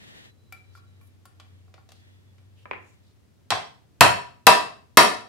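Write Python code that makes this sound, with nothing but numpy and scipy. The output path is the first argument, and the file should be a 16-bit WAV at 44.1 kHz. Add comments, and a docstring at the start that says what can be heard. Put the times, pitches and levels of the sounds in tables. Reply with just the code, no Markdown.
"""At a workbench in a small, faintly humming workshop, a metal bracket settles on a vise with faint clicks.
A hammer is picked up with dull knocks; one trial tap and three hard blows drive a steel bolt into the bracket.
Each contact is a burst of coloured noise plus decaying modes, low-passed by its hardness, with a diffuse tail.
Under them lie noise floor, hum, an opening hiss, scuffs and thin tones; hard blows overload the microphone."""
import sys
import numpy as np
from scipy import signal
from scipy.fft import rfft, irfft, next_fast_len
from scipy.io import wavfile
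from scipy.ndimage import map_coordinates

SR = 44100
rng = np.random.default_rng(int(sys.argv[2]) if len(sys.argv) > 2 else 0)


def inscribe(sig):
    """Save sig as 16-bit PCM at rate SR to the path in sys.argv[1].

    A 1-D sig is mono; a 2-D sig holds one channel per row.
    Samples are clipped to [-1, 1] before scaling.
    """
    pcm = np.round(np.clip(np.atleast_2d(sig).T, -1, 1) * 32767)
    wavfile.write(sys.argv[1], SR, pcm.astype(np.int16))


N = 233015
T = np.arange(int(0.55 * SR)) / SR  # time axis of one contact, s


def amp(db):
    """Decibels to gain."""
    return 10 ** (np.asarray(db) / 20)


def unit(x):
    """Scale to rms 1."""
    return x / np.sqrt(np.mean(x ** 2) + 1e-20)


def along(points, hz):
    """Read (Hz, value) points on a log frequency axis."""
    point_hz, value = np.transpose(points)
    return np.interp(np.log(hz + 1), np.log(point_hz), value)


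def fade(t60_s, t=T):
    """Free exponential decay, 60 dB in t60_s."""
    return np.exp(-np.log(1000) * t / t60_s)


def wobble(knots_per_s):
    """A smooth random curve through normally distributed knots."""
    knots = rng.standard_normal(int(N * knots_per_s / SR) + 4)
    return map_coordinates(knots, [np.arange(N) * knots_per_s / SR])


def hold(start_s, attack_s, end_s, release_s):
    """An envelope that rises linearly, holds at 1 and falls silent at end_s."""
    t = np.arange(N) / SR
    rise = np.clip((t - start_s) / attack_s, 0, 1)
    return rise * np.clip((end_s - t) / release_s, 0, 1)


def filtered(x, response):
    """Multiply the spectrum of x by a response of frequency."""
    n = x.shape[-1]
    padded = next_fast_len(n + 8192)
    spectrum = rfft(x, padded) * response(np.fft.rfftfreq(padded, 1 / SR))
    return irfft(spectrum, padded)[..., :n]


def noise(spectrum, side_db, size):
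    """Coloured stereo noise of rms 1; side_db sets the stereo difference against the sum."""
    white = rng.standard_normal((2, size))
    mid, side = filtered(white, lambda hz: amp(along(spectrum, hz)))
    side = amp(side_db) * side
    return unit(np.array([mid + side, mid - side]))


def ring(modes, scatter_db, spread_rad, beat_rad=0.76):
    """Decaying modes at new strengths; phases drift in time and differ at the two microphones."""
    out = np.zeros((2, len(T)))
    for hz, db, t60_s in modes:
        drift = map_coordinates(rng.standard_normal(64), [T * 45], order=1)
        start_phase = 2 * np.pi * rng.random() + spread_rad * rng.standard_normal((2, 1))
        level = amp(db + scatter_db * rng.standard_normal())
        out += level * fade(t60_s) * np.sin(2 * np.pi * hz * T + start_phase + beat_rad * drift)
    return out


def soften(x, cutoff_hz):
    """Low-pass: a longer contact excites less treble."""
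    b, a = signal.butter(2, min(cutoff_hz, 0.45 * SR), fs=SR)
    return signal.lfilter(b, a, x)


# Room decay. Each row: frequency in Hz, t60 in s.
ROOM_DECAY = [(100, .5), (260, .43), (700, .4), (1800, .39), (4800, .39), (8000, .35), (11000, .31),
              (15000, .24)]
# Tail colour. Each row: frequency in Hz, relative level in dB.
ROOM_COLOUR = [(100, 1), (400, 0.5), (1000, -2), (2500, -0.5), (6000, -5.5), (10000, -2.5), (12500, -13),
               (15000, -7)]


def in_room(x, wet_db, build_s=0.0048):
    """Direct sound plus a diffuse tail of decaying noise, unrelated at the two microphones."""
    hz, t, z = signal.stft(rng.standard_normal((2, len(T))), SR, nperseg=256)
    t60_s = along(ROOM_DECAY, hz)[:, None]
    colour = amp(along(ROOM_COLOUR, hz))[:, None]
    tail = signal.istft(z * fade(t60_s, t) * colour, SR, nperseg=256)[1][:, :len(T)]
    tail = tail * (1 - np.exp(-(T / build_s) ** 2))
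    tail = tail / np.linalg.norm(tail[0])
    return x + amp(wet_db) * signal.fftconvolve(x, tail, axes=1)[:, :len(T)]


def add(track, start_s, x):
    """Mix x into the track from start_s."""
    part = track[:, round(start_s * SR):][:, :x.shape[-1]]
    part += x[:, :part.shape[1]]


# Room tone spectrum. Each row: frequency in Hz, relative density in dB per Hz.
ROOM_TONE = [(20, -40.5), (40, -24.5), (60, -10.5), (90, -1.5), (120, -3.5), (155, -13), (200, -12),
             (320, -16.5), (450, -21), (800, -28.5), (2000, -33.5), (5000, -37), (15000, -46)]
# Soft hiss spectrum, also used by the rustle. Each row: frequency in Hz, relative density in dB per Hz.
SOFT_HISS = [(200, 3.5), (700, -4.5), (1300, -9.5), (1550, -6), (1850, 2.5), (2200, -6), (3500, -3),
             (5000, -13.5), (7500, -16.5), (15000, -27)]
ROOM_TONE_DB = -58.5
HUM_HZ, HUM_DB, HUM_ATTACK_S, HUM_END_S, HUM_FADE_S = 94, -53.5, 0.51, 3.5, 0.81
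HISS_DB, HISS_END_S, HISS_FADE_S = -50, 0.32, 0.058


def workshop():
    """Steady noise floor, a wavering low sine that swells and dies away, and a soft hiss that soon stops."""
    hum_hz = HUM_HZ + 1.6 * wobble(2.39)
    phase = 2 * np.pi * np.cumsum(hum_hz) / SR + np.array([[0.6], [-0.6]])
    hum = amp(HUM_DB + 2.7 * wobble(3.17)) * np.sin(phase)
    hum = hum * hold(0, HUM_ATTACK_S, HUM_END_S, HUM_FADE_S)
    hiss_level = amp(HISS_DB + 1.1 * wobble(66)) * hold(0, 0.0015, HISS_END_S, HISS_FADE_S)
    hiss = hiss_level * noise(SOFT_HISS, side_db=8.0, size=N)
    tone = amp(ROOM_TONE_DB) * noise(ROOM_TONE, side_db=-1, size=N)
    return (tone + hum + hiss) * amp([[0.6], [-0.6]])


# Thin tones. Each row: start in s, end in s, start pitch in Hz, sag in Hz per s, level in dB.
THIN_TONES = [(0.24, 1.19, 4020, 160, -74.5), (1.96, 2.703, 3410, 20, -81)]
TONE_FADE_S = 0.45


def thin_tones():
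    """Faint sines start at once, flutter in pitch and level, sag and die away."""
    out = np.zeros((2, N))
    for start_s, end_s, start_hz, sag_hz_per_s, db in THIN_TONES:
        hz = start_hz - sag_hz_per_s * (np.arange(N) / SR - start_s) + 8 * wobble(19.8)
        level = amp(db + 4.7 * wobble(30.7)) * hold(start_s, 0.01, end_s, TONE_FADE_S)
        out += level * np.sin(2 * np.pi * np.cumsum(hz) / SR + rng.random((2, 1)))
    return out


# Hands and metal scuff softly. Each row: start in s, length in s, level before the window in dB, resonance in Hz.
SOFT_SCUFFS = [(0.712, 0.11, -63, 4660), (0.99, 0.14, -68.5, 11000), (1.892, 0.16, -66, 4180),
               (2.53, 0.15, -65.5, 3000), (2.788, .21, -69.5, 6900), (3.0, 0.16, -70, 4100)]
SCUFF_WIDTH = 0.23  # resonance bandwidth over its centre
RUSTLE_DB, RUSTLE_END_S, RUSTLE_FADE_S = -73, 3.27, 0.25  # until the hammer is raised


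def scuffs():
    """Short grainy slides, each noise through one resonance, over a faint uneven rustle of the hands."""
    rustle_level = amp(RUSTLE_DB + 4.5 * wobble(5.9)) * hold(0, 0.25, RUSTLE_END_S, RUSTLE_FADE_S)
    out = rustle_level * noise(SOFT_HISS, side_db=10, size=N)
    for start_s, length_s, db, hz in SOFT_SCUFFS:
        size = int(length_s * SR)
        width_hz = SCUFF_WIDTH * hz
        grains = rng.standard_normal((2, size)) * amp(2.1 * wobble(117)[:size])
        slide = filtered(grains, lambda f: 1j * f * width_hz / (hz * hz - f * f + 1j * f * width_hz))
        add(out, start_s, amp(db) * unit(slide) * np.hanning(size))
    return out


# Bracket touches vise. Each row: start in s, relative level in dB, low-pass in Hz, relative ring in dB.
BRACKET_CLICKS = [(0.524, -40, 14000, 0.5), (.752, -57, 12000, 4.5), (.775, -58.5, 12000, 5.5),
                  (1.013, -61.5, 15000, 4.5), (1.2546, -47, 14000, -3.5), (1.399, -39, 5570, -7.5),
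                  (1.68, -52.5, 1500, -10), (1.7407, -42.5, 4700, -11), (1.7794, -44, 1680, 0.5),
                  (1.89, -44.5, 7000, -27), (1.904, -52, 7000, -22), (1.9194, -44, 9000, -26),
                  (2.382, -54.5, 5040, -7)]
# Hand-held bracket modes. Each row: frequency in Hz, relative level in dB, t60 in s.
BRACKET_MODES = [(757, -3.5, 0.13), (1110, 6.5, 0.053), (1392, 5.5, 0.068), (1780, -13.5, 0.33),
                 (2348, 3, 0.067), (3386, -8.5, 0.091), (4670, -6.5, 0.1), (7340, -10.5, 0.14),
                 (9290, -11, 0.15), (10400, -18, 0.23), (11490, -12, 0.17)]
# Tick spectrum. Each row: frequency in Hz, relative density in dB per Hz.
TICK_SPECTRUM = [(300, -0.5), (650, 5.5), (1200, -0.5), (2500, 0.5), (4500, 0.5), (8000, -4), (15000, 0.5)]


def bracket():
    """Light contacts tick and ring the bracket, damped by the hand."""
    out = np.zeros((2, N))
    for start_s, db, bright_hz, ring_db in BRACKET_CLICKS:
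        tick = noise(TICK_SPECTRUM, side_db=-5.5, size=len(T)) * fade(0.038)
        ringing = amp(ring_db - 11.5) * ring(BRACKET_MODES, scatter_db=6.5, spread_rad=0.62)
        click = soften(tick + ringing, bright_hz)
        add(out, start_s, in_room(amp(db) * click, wet_db=-6.5))
    return out * amp([[0.7], [-0.7]])


# Lifted hammer knocks on bench. Each row: start in s, relative level in dB, low-pass in Hz, relative ping in dB.
BENCH_KNOCKS = [(2.6556, -40.5, 1620, 1), (2.7116, -30, 3470, -1), (2.7334, -39, 3000, -8)]
# Wooden knock spectrum. Each row: frequency in Hz, relative density in dB per Hz.
WOOD_SPECTRUM = [(80, -21), (200, 2), (380, 3), (700, 0.5), (1050, 3), (1600, -2), (2250, 3.5), (2800, -6),
                 (4000, -16), (7000, -34), (15000, -36)]
# Hammer head modes. Each row: frequency in Hz, relative level in dB, t60 in s.
HEAD_MODES = [(1014, -0.5, 0.061), (2340, 0.5, 0.041)]


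def pickup():
    """Dull wooden knocks of fast-decaying noise with a short ping of the head, slightly to the left."""
    out = np.zeros((2, N))
    for start_s, db, bright_hz, ping_db in BENCH_KNOCKS:
        ping = amp(ping_db - 9.5) * ring(HEAD_MODES, scatter_db=1, spread_rad=0.4, beat_rad=0.3)
        wood = noise(WOOD_SPECTRUM, side_db=-2.5, size=len(T)) * fade(0.017)
        knock = soften(wood + ping, bright_hz)
        add(out, start_s, in_room(amp(db + 11) * knock, wet_db=-7.5, build_s=0.0026))
    return out * amp([[1], [-1]])


# Blows and rebounds. Each row: start in s, then relative force, contact crack and bolt ring in dB.
HAMMER_BLOWS = [(3.5047, -21.5, -18.5, -18), (3.519, -19, -33, -28.5), (4.0082, -4.5, -6, -30),
                (4.043, -15.5, -35.5, -39.5), (4.468, -3.5, -6, -31.5), (4.972, -4, -4.5, -6.5)]
# Bracket and vise modes. Each row: frequency in Hz, relative level in dB, t60 in s.
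STEEL_MODES = [(409, -18, .3), (608, -12, .16), (650, -9, .2), (694, -9, .28), (730, -10, .18),
               (771, -9, .2), (951, -4, .18), (976, -3, .29), (1000, -5, .1), (1041, -5.5, .16),
               (1075, -7, .16), (1172, -10, .2), (1233, -11, .2), (1304, -12, .3), (1384, -16, .28),
               (1755, -12, .12), (1788, -12, .24), (2620, -8, .09), (2652, -10, .24), (3262, -20, .36),
               (3860, -19, .24), (4330, -23, .24), (5487, -20, .33), (8505, -23, .33)]
# Modes of the bolt chattering in its hole. Each row: frequency in Hz, relative level in dB, t60 in s.
BOLT_MODES = [(2440, -16, .12), (3516, -11.5, 0.3), (4130, -7.5, 0.14), (4470, -3.5, 0.14),
              (5300, -4.5, 0.066), (5540, -2, 0.17), (5930, -4, 0.11), (7050, -3, 0.097),
              (7800, -13.5, 0.1), (8200, -13.5, 0.073)]
# Bench thud spectrum. Each row: frequency in Hz, relative density in dB per Hz.
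THUD_SPECTRUM = [(40, -42.5), (105, -7), (160, -19), (260, -12), (480, -8), (680, 0.5), (880, -1),
                 (1050, -0.5), (1550, -8.5), (1850, -5), (2400, -14), (2650, -9), (2950, -18.5),
                 (15000, -39)]
# Steel contact spectrum. Each row: frequency in Hz, relative density in dB per Hz.
CRACK_SPECTRUM = [(300, -27), (1500, -10), (2500, -2), (4200, 3), (6300, -4), (9800, -4.5), (10900, -4),
                  (12200, 0), (13200, -1.5), (15800, -14.5)]
RING_DB, RING_DB_PER_FORCE_DB = -1, 1.85  # steel ring at 0 dB force, and its growth
CONTACT_HZ, CRACK_DB_PER_OCTAVE = 17500, 13.5  # a sharper crack is a shorter, brighter contact


def hammer():
    """Steel cracks on steel; vise and bench swell a moment later, the ring growing faster than the force."""
    out = np.zeros((2, N))
    for start_s, force_db, crack_db, bolt_db in HAMMER_BLOWS:
        bright_hz = CONTACT_HZ * 2 ** (crack_db / CRACK_DB_PER_OCTAVE)
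        crack_decay = fade(0.019) + amp(-22.0) * fade(0.028)
        crack = amp(crack_db + 5.5) * noise(CRACK_SPECTRUM, side_db=-2, size=len(T)) * crack_decay

        swell = 1 - np.exp(-(T / 0.0017) ** 2)
        thud_decay = fade(0.037) + amp(-16.0) * fade(0.17)
        thud = amp(force_db + 7.0) * noise(THUD_SPECTRUM, side_db=-13, size=len(T)) * swell * thud_decay

        steel_level = amp(RING_DB + RING_DB_PER_FORCE_DB * force_db)
        steel = steel_level * swell * ring(STEEL_MODES, scatter_db=1.67, spread_rad=0.26, beat_rad=0.77)
        bolt = amp(bolt_db - 9.0) * ring(BOLT_MODES, scatter_db=1.5, spread_rad=1.0, beat_rad=1.0)

        blow = in_room(crack, wet_db=-1.5, build_s=0.0013)
        blow = blow + in_room(thud, wet_db=-6.0, build_s=0.0053)
        blow = blow + in_room(steel + bolt, wet_db=-7.5, build_s=0.016)
        add(out, start_s, soften(blow, bright_hz))
    return out * amp([[0.4], [-0.4]])


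def scene():
    """Everything at the workbench."""
    return workshop() + thin_tones() + scuffs() + bracket() + pickup() + hammer()


CEILING, KNEE_HARDNESS = 1.0, 8
LOW_CUT_HZ, TOP_HZ = 45, 15900


def record(dry):
    """The microphone clips on the hard blows, sheds deep bass and cuts steeply above its band limit."""
    clipped = dry / (1 + np.abs(dry / CEILING) ** KNEE_HARDNESS) ** (1 / KNEE_HARDNESS)
    b, a = signal.butter(2, LOW_CUT_HZ, "high", fs=SR)
    lean = signal.lfilter(b, a, clipped)
    return filtered(lean, lambda hz: 1 / (1 + (hz / TOP_HZ) ** 160))


dry = scene()
out = record(dry)
inscribe(out)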